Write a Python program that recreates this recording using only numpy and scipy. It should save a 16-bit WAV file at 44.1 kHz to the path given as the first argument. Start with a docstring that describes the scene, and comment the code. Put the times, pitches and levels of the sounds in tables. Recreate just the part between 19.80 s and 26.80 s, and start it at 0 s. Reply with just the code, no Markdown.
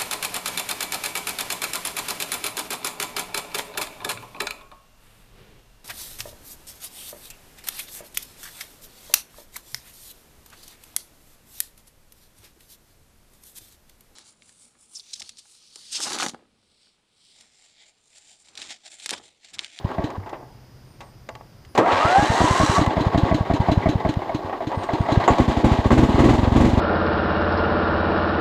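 """A one-cylinder lawn tractor outdoors, heard from the seat, with a faint far bird and a low rumble behind it.
First the engine turns over once, with a chirp, a puff and gulps, and its clatter dies away.
After a few clicks the starter bangs in and whines up to speed, its gear teeth and brushes made of shaped noise.
It turns the engine: each turn is a chirp of squeezed air and a ringing exhaust puff, with intake gulps between.
Then the engine catches and fires in uneven, quickening surges of thumps, muffler rings and rough gas noise."""
import sys
import numpy as np
from scipy import signal
from scipy.fft import rfft, irfft
from scipy.io import wavfile

SR = 44100
rng = np.random.default_rng(int(sys.argv[2]) if len(sys.argv) > 2 else 0)


def dump(signal):
    """Clip the signal to [-1, 1] and save it as 16-bit WAV at the path in sys.argv[1]."""
    limited = np.clip(np.atleast_2d(signal).T, -1, 1)
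    pcm = np.round(limited * 32767).astype(np.int16)
    wavfile.write(sys.argv[1], SR, pcm)


N = 308700
TIME = np.arange(N) / SR  # seconds
AGE = np.arange(-SR // 50, SR // 4) / SR  # seconds since an event, from just before it


def amp(db):
    """Turns decibels into a gain."""
    return 10 ** (np.asarray(db) / 20)


def unit(x):
    """Scales a sound to an average (rms) strength of 1."""
    return x / np.sqrt(np.mean(x ** 2) + 1e-20)


def add(mix, s, sound):
    """Mixes in a sound laid out on AGE, at time s."""
    start = max(round((s + AGE[0]) * SR), 0)
    part = mix[start:][:len(sound)]
    part += sound[:len(part)]


def level(rows, column):
    """Gain over time from a column of decibels, practically silent outside its span."""
    rows = np.array(rows)
    return amp(np.interp(TIME, rows[:, 0], rows[:, column], left=-150, right=-150))


def colour(x, points):
    """Gives a sound a spectrum that falls steeply beyond its ends, with rms 1."""
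    hz, db = np.transpose(points)
    f = np.fft.rfftfreq(len(x), 1 / SR) + 1  # the 1 avoids the logarithm of zero
    skirts = np.minimum(f / hz[0], 1) ** 3 * np.minimum(hz[-1] / f, 1) ** 4
    curve = amp(np.interp(np.log(f), np.log(hz), db))
    return unit(irfft(rfft(x) * skirts * curve, len(x)))


def noise(points, size=len(AGE)):
    """Makes random noise with a chosen spectrum."""
    return colour(rng.standard_normal(size), points)


def drift(rate_hz, size=N):
    """Makes a random wander of rms 1, with little movement faster than rate_hz."""
    f = np.fft.rfftfreq(size, 1 / SR)
    return unit(irfft(rfft(rng.standard_normal(size)) / (1 + (f / rate_hz) ** 4), size))


def bump(at, width):
    """One smooth swell of pressure."""
    return np.exp(-.5 * ((AGE - at) / width) ** 2)


def burst(rise, decay, delay=0):
    """Loudness shape of a blow: a quick rise and a fading tail, peak 1."""
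    t = np.maximum(AGE - delay, 0)
    shape = (1 - np.exp(-t / rise)) * np.exp(-t / decay)
    return shape / shape.max()


def ring(hz, t60, delay=0):
    """A struck tone that falls by 60 dB in t60 seconds."""
    t = np.maximum(AGE - delay, 0)
    return np.sin(2 * np.pi * hz * t) * np.exp(-np.log(1000) * t / t60)


# ringing tones of the hood and frame: (pitch_hz, width_hz, level_db over the plain sound)
PANELS = [(368, 26, -7), (863, 5.8, 2.5), (942.5, 7.5, 0), (1119.5, 15, 0), (1606, 26, -1.5),
          (1876, 34, -1), (2009, 24, 2), (2800, 14, -3.5)]


def hood(x, modes=PANELS):
    """Sheet metal rings along, at its own pitches, with whatever shakes it."""
    out = x.copy()
    for hz, width, db in modes:
        out += amp(db) * signal.lfilter(*signal.iirpeak(hz, hz / width, fs=SR), x)
    return out


# spectrum of the open air: (pitch_hz, level_db relative to the other points)
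AIR = [(15, -39), (25, 1), (55, -3.5), (96, -2.5), (133, 5), (152, -10), (183, -7.5), (274, -11.5),
       (4150, -33), (4870, -26), (8130, -41.5), (10100, -35.5), (10900, -47), (13500, -43), (15500, -47)]
AIR_DB = -47.5
# distant hum and high buzz: (pitch_hz, width_hz, level_db)
WHISTLES = [(135, 74, -60), (4970, 260, -72.5)]
# whistles of a far bird: (start_s, length_s, top_pitch_hz before a small waver, level_db)
BIRD = [(1.04, 0.15, 9000, -66), (1.2, .13, 8650, -65), (1.87, .1, 9850, -64), (4.918, 0.19, 8700, -59),
        (5.145, 0.14, 8650, -61.5)]
THIN_TONE_HZ, THIN_TONE_DB = 13905, -74.5


def outdoors():
    """Noise makes a low distant rumble; sines make a thin steady tone, a hum, a buzz and a far bird."""
    thin_tone = unit(np.sin(2 * np.pi * THIN_TONE_HZ * TIME + drift(4)))
    out = amp(AIR_DB) * noise(AIR, size=N) + amp(THIN_TONE_DB) * thin_tone
    for hz, width, db in WHISTLES:
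        # a randomly wavering strength spreads each tone into a narrow band
        out += amp(db) * unit(drift(width / 2) * np.sin(2 * np.pi * hz * TIME))
    for s, length, hz, db in BIRD:
        arch = np.sin(np.pi * np.clip((TIME - s) / length, 0, 1))
        pitch = hz * (.94 + .06 * arch + .012 * drift(200))
        out += amp(db) * arch * np.sin(2 * np.pi * np.cumsum(pitch) / SR)
    return out


def surroundings(x, wet_db=-24, decay=0.059):
    """The ground and the trees scatter back a weak, short tail of the sound."""
    tail = noise([(100, 1.0), (600, 8.5), (3000, -8), (10000, -57)]) * burst(0.0029, decay)
    tail = tail[AGE >= 0]
    return x + amp(wet_db) * signal.oaconvolve(x, tail / np.linalg.norm(tail))[:N]


# clatter as the engine runs down and as it starts again, two lists of:
# (time_s, body_db, treble_db), both levels relative
CLATTER = [
    [(0.0, -29, -39), (0.3, -31, -47), (0.458, -41, -60), (0.62, -40.5, -71), (0.85, -75, -62)],
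    [(1.97, -52, -64), (2.12, -25.5, -23), (2.35, -25.5, -28), (2.9, -21, -29.5), (3.15, -23, -34),
     (4.15, -27, -38), (4.72, -31, -45), (5.2, -24, -35), (5.5, -24.5, -31), (7.0, -25, -34)],
]
# spectra of the body and the treble: (pitch_hz, level_db relative)
BODY_COLOUR = [(150, -21.5), (250, -4.5), (370, -2.5), (520, -7.5), (720, -4), (860, -5), (1000, -7),
               (1170, -11.5), (1300, -21.5), (1700, -20.5)]
TREBLE_COLOUR = [(710, 7.5), (1200, -2), (1360, -7), (1940, -8.5), (2650, -13), (3010, -11), (3770, -12.5),
                 (4070, -13.5), (5090, -21.5), (5790, -28), (6730, -25.5), (7250, -28), (8330, -35.5),
                 (14400, -53), (15500, -57)]


def clatter(taps_per_s=200, spread_db=1.0, flutter_db=1.5):
    """Valve gear, belt and loose panels: uneven random taps, each a brief burst in the sheet metal."""
    strength_db = spread_db * np.minimum(rng.exponential(1, N), 3)
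    energy = (rng.random(N) < taps_per_s / SR) * amp(strength_db) ** 2
    wash = .4  # steady noise between the taps

    def taps(decay):
        """Noise that swells with every tap and fades after it."""
        power = signal.oaconvolve(energy, burst(0.00029, decay)[AGE >= 0] ** 2)[:N]
        envelope = unit(np.sqrt(abs(power)))
        return (envelope + wash) * rng.standard_normal(N)

    body = colour(taps(0.012), BODY_COLOUR) * sum(level(rows, column=1) for rows in CLATTER)
    treble = colour(taps(0.013), TREBLE_COLOUR) * sum(level(rows, column=2) for rows in CLATTER)
    return hood(amp(-4.5) * body + amp(2.0) * treble) * amp(flutter_db * drift(16.3))


# clicks of the controls and clanks of the drive:
# (start_s, body_db, treble_db, decay_s), levels relative; body and crack each scale the decay
CLANKS = [(0.114, -15, -44, 0.0051), (0.303, -18, -37, 0.0054), (0.461, -23.5, -52, 0.026),
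          (0.493, -30, -39, 0.0093), (0.528, -17.5, -54, 0.015), (1.205, -29, -39, 0.023),
          (1.489, -20, -33.5, 0.0076), (1.552, -25, -38.5, 0.0054), (1.61, -28.5, -67, 0.0029),
          (1.849, -59, -47.5, 0.011), (1.95, -13.5, -33, 0.033), (1.976, -2, -21.5, 0.031),
          (2.058, -8, -49, 0.11), (3.062, -6.5, -27, 0.0085), (4.338, -34, -36, 0.008),
          (4.695, -14, -54, 0.0068), (4.727, -12.5, -54, 0.011), (4.916, -12, -44, 0.016),
          (5.033, -21, -36, 0.03), (5.478, 2.5, -36, 0.011), (5.583, -7.5, -31, 0.018),
          (6.105, -5, -34, 0.015)]
# spectra of struck metal and of bright hiss: (pitch_hz, level_db relative)
CLANK_COLOUR = [(150, -29), (250, -1), (350, -3.5), (550, -2), (720, 3), (1130, -1.5), (1350, -10),
                (2150, -16), (3200, -23.5)]
HISS_COLOUR = [(900, -2), (2000, 5.5), (3200, 2.5), (4100, 0), (5200, -7.5), (7200, -5.5), (9000, -17.5),
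               (15000, -28.5)]


def clanks():
    """Metal meets metal: two noise bursts, a bright crack and a longer body, ring the frame."""
    out = np.zeros(N)
    for s, body_db, treble_db, decay in CLANKS:
        body = amp(body_db - 11.5) * noise(CLANK_COLOUR) * burst(0.0006, 1.5 * decay)
        crack = amp(treble_db - 2.0) * noise(HISS_COLOUR) * burst(0.00096, .5 * decay)
        add(out, s, body + crack)
    return hood(out)


# the starter takes up the load and shakes the frame: (start_s, level_db, decay_s)
ENGAGE = [(1.981, -13.5, 0.038)]
# spectrum of the shaken frame: (pitch_hz, level_db relative)
FRAME_COLOUR = [(120, -8.5), (250, -3.5), (350, 0.5), (450, -1), (540, 4), (700, -10)]


def engage():
    """A burst of low noise: a dull, heavy shudder of the frame."""
    out = np.zeros(N)
    for s, db, decay in ENGAGE:
        add(out, s, amp(db) * noise(FRAME_COLOUR) * burst(0.0028, decay))
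    return out


# thin metal that rings at the first firing: (pitch_hz, width_hz, level_db)
SHIMMER = [(7050, 1100, -28.5), (12000, 760, -52)]
CATCH_S = 5.478


def ping(decay=0.016):
    """A short, bright shimmer of thin metal as the engine catches: narrow bands that fade at once."""
    out = np.zeros(N)
    for hz, width, db in SHIMMER:
        shimmer = drift(width / 2, size=len(AGE)) * np.sin(2 * np.pi * hz * AGE)
        add(out, CATCH_S, amp(db) * shimmer * burst(0.00071, decay))
    return out


# the starter winds up from its first pitch towards its top pitch; it fades once the key is let go
START_S, RELEASE_S = 1.98, 2.97
START_HZ, TOP_HZ, WIND_UP_S = 200, 1278, .5
WHINE_DB, WHINE_FALL_DB_PER_S = -22, 170  # base level, before load, torque and colour
TORQUE_DB = 7.5  # extra whine towards standstill, where the motor pulls hardest
PARTIALS_DB = [0.5, -3, -11, -12]  # the tooth note and its multiples: level_db relative
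SLACK_FROM_HZ, SLACK_FULL_HZ = 800, 1000  # pitches between which the teeth begin to rattle
# the whine swells as the piston is pushed into each compression
LOAD_DB, LOAD_LEAD_S, LOAD_WIDTH_S = 3.5, 0.022, 0.028
FIRST_PUSH_S = 2.16  # the first, slow compression, too gentle to chirp
BRUSH_DB, BRUSH_DB_PER_OCTAVE = -24.5, 12.5  # at top speed, and how it follows the speed
BRUSH_FALL_DB_PER_S = 200
# the pinion grinds hardest while it drags the engine up to speed
GRIND_DB, GRIND_S, GRIND_RISE_S, GRIND_DECAY_S = -28.5, 2.12, 0.032, 0.39
# how well the starter radiates its whine: (pitch_hz, level_db)
WHINE_COLOUR = [(300, -31), (520, -19), (660, -6.5), (780, 6.5), (880, -7.5), (950, -4), (1100, -4.5),
                (1320, 3.5), (1450, -6.5), (1630, -4.5), (2000, -18), (2500, -27)]
# spectra of the grinding pinion and the brushes: (pitch_hz, level_db relative)
GRIND_COLOUR = [(750, -5), (1300, 7), (1950, 3), (2500, 0.5), (4100, -12), (5200, -13), (7500, -41),
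                (12000, -61)]
BRUSH_COLOUR = [(760, -5.5), (1300, -2.5), (1460, -6), (2010, -9.5), (2600, -15.5), (2770, -14),
                (3240, -13.5), (3980, -13), (4700, -16.5), (7740, -18), (11100, -33.5), (12700, -43),
                (15500, -45)]
# ringing tones of the starter's housing: (pitch_hz, width_hz, level_db over the plain sound)
HOUSING = [(2770, 40, 3), (2970, 37, 2), (3970, 33, 7.5), (4380, 46, -4), (5730, 28, 7), (6430, 51, 5),
           (6850, 51, -14), (7650, 53, 2)]
# unfired turns, played here as load and in cranking() as sound: (compression_s, exhaust_opens_s)
# the shorter the gap, the faster and louder the turn
TURNS = [(0.185, 0.243), (2.384, 2.426), (2.606, 2.642), (2.801, 2.835), (2.982, 3.015), (3.17, 3.21),
         (3.348, 3.379), (3.515, 3.547), (3.702, 3.739), (3.887, 3.919), (4.06, 4.092), (4.252, 4.293),
         (4.496, 4.549), (4.808, 4.873), (5.092, 5.136), (5.29, 5.323)]


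def starter(grind_db=-8):
    """A motor's rising whine, shaken by uneven gear teeth, over the hiss of brushes and belt."""
    grain_db = 2.2  # roughness of the brush hiss
    driven = np.maximum(TIME - START_S, 0)
    coasting = np.clip(TIME - RELEASE_S, 0, 1)
    pitch = TOP_HZ + (START_HZ - TOP_HZ) * np.exp(-driven / WIND_UP_S)

    # the teeth run cleaner while pressed home, and rattle once the engine is up to speed
    slack = np.interp(pitch, [SLACK_FROM_HZ, SLACK_FULL_HZ], [0, 1])
    waver = .008 + .022 * slack
    rough = .2 + .4 * slack
    pushes = [FIRST_PUSH_S] + [s for s, _ in TURNS]
    load = sum(np.exp(-.5 * ((TIME - s + LOAD_LEAD_S) / LOAD_WIDTH_S) ** 2) for s in pushes)
    drive = (driven > 0) * amp(-WHINE_FALL_DB_PER_S * coasting)

    phase = 2 * np.pi * np.cumsum(pitch * (1 + waver * drift(133))) / SR
    whine = np.zeros(N)
    for k, db in enumerate(PARTIALS_DB, 1):
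        radiated_db = np.interp(k * pitch, *np.transpose(WHINE_COLOUR))
        whine += amp(db + radiated_db) * np.sin(k * phase) * (1 + rough * drift(38))
    whine *= drive * amp(WHINE_DB + LOAD_DB * load + TORQUE_DB * (1 - pitch / TOP_HZ))

    # the wobbling shaft puts sidebands round the tooth note
    shaft = phase / 6  # six teeth a turn
    wobble = 2 * rough * sum(drift(50) * np.cos(k * shaft) / np.sqrt(k) for k in (1, 2, 3))
    teeth = (1 + np.cos(shaft)) ** 2 / 2  # the scraping comes in a burst every turn
    strain = np.exp(np.minimum((TIME - GRIND_S) / GRIND_RISE_S, (GRIND_S - TIME) / GRIND_DECAY_S))
    scrape = amp(GRIND_DB) * drive * strain * noise(GRIND_COLOUR, size=N) * teeth

    speed_db = BRUSH_DB_PER_OCTAVE * np.log2(pitch / TOP_HZ)
    brushes = (driven > 0) * amp(BRUSH_DB + speed_db - BRUSH_FALL_DB_PER_S * coasting)
    rub = noise(BRUSH_COLOUR, size=N) * brushes * amp(grain_db * drift(260))
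    return whine * (1 + amp(grind_db) * wobble) + hood(hood(scrape + rub), HOUSING)


# intake gulps: (start_s, level_db relative, direction of the pressure swing, +1 or -1)
GULPS = [(0.051, -9.5, 1), (0.383, -19, 1), (2.134, -20.5, -1), (2.255, -10.5, 1), (2.504, -7, 1),
         (2.712, -6.5, 1), (2.899, -7.1, 1), (3.078, -7.5, 1), (3.27, -5, -1), (3.436, -3.5, -1),
         (3.611, -7, 1), (3.805, -5.0, -1), (3.978, -3, -1), (4.158, -6.5, 1), (4.373, -9, 1),
         (4.65, -24, 1), (4.977, -13.5, -1), (5.208, -6, -1), (5.377, -1, -1)]
# spectra of gear teeth under load and of the valve gear: (pitch_hz, level_db relative)
GEAR_COLOUR = [(350, -21), (600, -8.5), (820, 4.5), (1150, 2), (1350, -11), (2200, -5.5), (2800, -27),
               (4500, -31)]
VALVE_COLOUR = [(1500, 4), (2400, -0.5), (3100, 1), (3600, 0), (4080, 4.5), (4600, -8), (5400, -11.5),
                (7000, -11.5), (9000, -24.5), (15000, -32)]
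# ringing tones of the valve cover: (pitch_hz, width_hz, level_db over the plain sound)
VALVE_COVER = [(3990, 51, 1), (6460, 90, 4)]
BRISK_GAP_S = .032  # from compression to open exhaust valve in a brisk turn
CHIRP_DB, KNOCK_DB, PUFF_DB, VALVE_DB = -19.5, -5.5, -5.5, -31  # relative, in a brisk turn
CHIRP_SAG_DB, PUFF_SAG_DB = 6, 7.5  # lost when the gap is twice as long
PEDAL_S, PEDAL_KNOCK_DB = 4.4, -20  # once the pedal is pumped the knock all but goes


def cranking(valve_decay=0.02):
    """The unfired strokes: air chirps past a valve, puffs out of the pipe and is gulped in again."""
    air, metal, valves = np.zeros((3, N))
    for s, opens in TURNS:
        slowness = np.log2((opens - s) / BRISK_GAP_S)
        chirp_db = CHIRP_DB - CHIRP_SAG_DB * slowness
        knock_db = KNOCK_DB - PUFF_SAG_DB * slowness + PEDAL_KNOCK_DB * (s > PEDAL_S)

        # the note starts sharply, sinks as the piston slows and stops at the top of the stroke
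        sinking_hz = 612 + 115 * np.exp(-np.maximum(AGE, 0) / .007)
        hz = sinking_hz * (rng.normal(1, .015) + .025 * drift(200, size=len(AGE)))
        squeeze = burst(.001, .022, delay=-.003) * np.exp(-(AGE / .019) ** 6)
        chirp = 2.0 * np.sin(2 * np.pi * (np.cumsum(hz) / SR + rng.random())) * squeeze
        gears = .48 * noise(GEAR_COLOUR) * burst(.0005, .017, delay=-.003)
        knock = 1.0 * bump(0, 0.00094) - .5 * bump(0.001, 0.0018) + 0.93 * bump(0.01101, 0.00065)
        add(air, s, amp(chirp_db) * chirp + 1.14 * amp(knock_db) * knock)
        add(metal, s, amp(chirp_db) * gears)

        # the exhaust valve opens: a sharp drop, then the pipe rings
        force = amp(-PUFF_SAG_DB * slowness)
        pipe = 0.54 * ring(305 * rng.normal(1, 0.0059), 0.083, delay=0.0014)
        pipe += 0.36 * ring(133, 0.052, delay=0.00222)
        add(air, opens, force * amp(PUFF_DB) * (pipe - 0.9 * bump(0, 0.00061)))
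        tick = noise(VALVE_COLOUR) * burst(0.0012, valve_decay, delay=-0.0042)
        add(valves, opens, force * amp(VALVE_DB) * tick)

    for s, db, direction in GULPS:
        swing = 1.33 * bump(0, 0.0012) - .5 * bump(-0.0029, 0.0023) - 0.23 * bump(0.0018, 0.0018)
        slow = np.clip((-9.5 - db) / 8, 0, 1)  # a slow, weak gulp leaves the intake open and humming
        hum = (0.083 + 0.39 * slow) * ring(96, 0.058 + 0.11 * slow, delay=0.0037)
        add(air, s, amp(db) * direction * (swing - hum))
        # the drive goes slack and rattles
        add(metal, s, 0.049 * amp(db) * noise(GEAR_COLOUR) * bump(0.054, 0.011))
    return air + hood(metal) + hood(valves, VALVE_COVER)


# cycles of the running engine: (start_s, thump_db relative, burn from 0 = misfire to 1 = full)
CYCLES = [(5.505, -3, 0.56), (5.601, -1.5, 0.63), (5.683, -3, 0.58), (5.772, -6, .3), (5.845, -1.5, 0.86),
          (5.917, 0, 0.56), (5.989, -4.5, 0), (6.058, -1.5, 0.28), (6.116, -3, 0.95), (6.178, -2, 0.96),
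          (6.232, -1, 0.72), (6.293, -7, 0.42), (6.345, -2.5, 0.29), (6.392, -3, 0.97), (6.443, -4, 0.94),
          (6.491, -3, .92), (6.537, -5, 0.61), (6.588, -4, 0.17), (6.632, -4, 0), (6.675, -3, 0),
          (6.721, -2.5, 0.25), (6.763, -2, .88), (6.806, -1.5, 0.73), (6.848, -4, 0.81), (6.89, -8, 0.36),
          (6.933, -3.5, 0), (6.976, -2, 0.29)]
# tones of muffler and air box: (pitch_hz, level_db relative, base t60_s that the burn scales)
MUFFLER = [(248.4, -0.5, 0.16), (301, -2.5, 0.11), (201, -24, 0.069), (131, 3.5, 0.07)]
# spectrum of turbulent gas in the muffler: (pitch_hz, level_db relative)
BLAST_COLOUR = [(120, -26), (200, 0), (260, 0.5), (330, 0), (420, -10), (560, -11.5)]
MISFIRE_RING_DB, BURN_RING_DB = -21.5, 15  # drive of the muffler in a misfire, and what a full burn adds
MISFIRE_HISS_DB, BURN_HISS_DB = -44, 13  # the same for the exhaust hiss


def running(lag=0.01367, rasp=0.25, churn=0.49):
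    """Every cycle thumps, knocks and blasts through the muffler; a fuller burn blasts louder and longer."""
    air, metal = np.zeros((2, N))
    for s, thump_db, burn in CYCLES:
        ring_db = MISFIRE_RING_DB + BURN_RING_DB * burn
        hiss_db = MISFIRE_HISS_DB + BURN_HISS_DB * burn

        suck = -1.1 * bump(-0.000067, 0.00057) + 0.98 * bump(0.0026, 0.00079)
        rebound = 1.0 * bump(0.00608, 0.0011) - 0.85 * bump(0.008, 0.0011) - .5 * bump(0.01157, 0.00068)
        thump = suck + (1 - 0.44 * burn) * rebound

        delay = lag + rng.normal(0, 0.00085)
        muffler = np.zeros(len(AGE))
        for hz, db, t60 in MUFFLER:
            muffler -= amp(db) * ring(hz * rng.normal(1, 0.044), t60 * (.5 + 0.74 * burn), delay)
        gas = churn * noise(BLAST_COLOUR) * burst(0.0029, 0.029, delay=-0.013)
        blast = (0.28 + 0.41 * burn) * muffler + gas
        hiss = noise(HISS_COLOUR) * burst(0.0019, 0.045, delay=-0.0015)
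        add(air, s, amp(thump_db - 4.5) * thump + amp(ring_db) * blast + amp(hiss_db) * hiss)

        knock = noise(CLANK_COLOUR) * burst(0.0025, .025, delay=-0.0059)
        add(metal, s, rasp * amp(ring_db - 1) * knock)
    return air + hood(metal)


def scene():
    """The tractor in the open air."""
    tractor = clatter() + clanks() + engage() + ping() + starter() + cranking() + running()
    return (outdoors() + surroundings(tractor))[None]


EDGE_HZ = 15450  # upper end of the band


def record(dry, low_hz=28):
    """The microphone sheds the deepest bass, peaks are rounded off, and the band ends."""
    x = signal.sosfilt(signal.butter(2, low_hz, "highpass", fs=SR, output="sos"), dry)
    x = x / (1 + (x / .9) ** 6) ** (1 / 6)  # peaks bend towards .9
    lowpass = signal.firwin(511, EDGE_HZ, window=("kaiser", 9), fs=SR)
    return signal.oaconvolve(x, lowpass[None], "same")


dry = scene()
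out = record(dry)
dump(out)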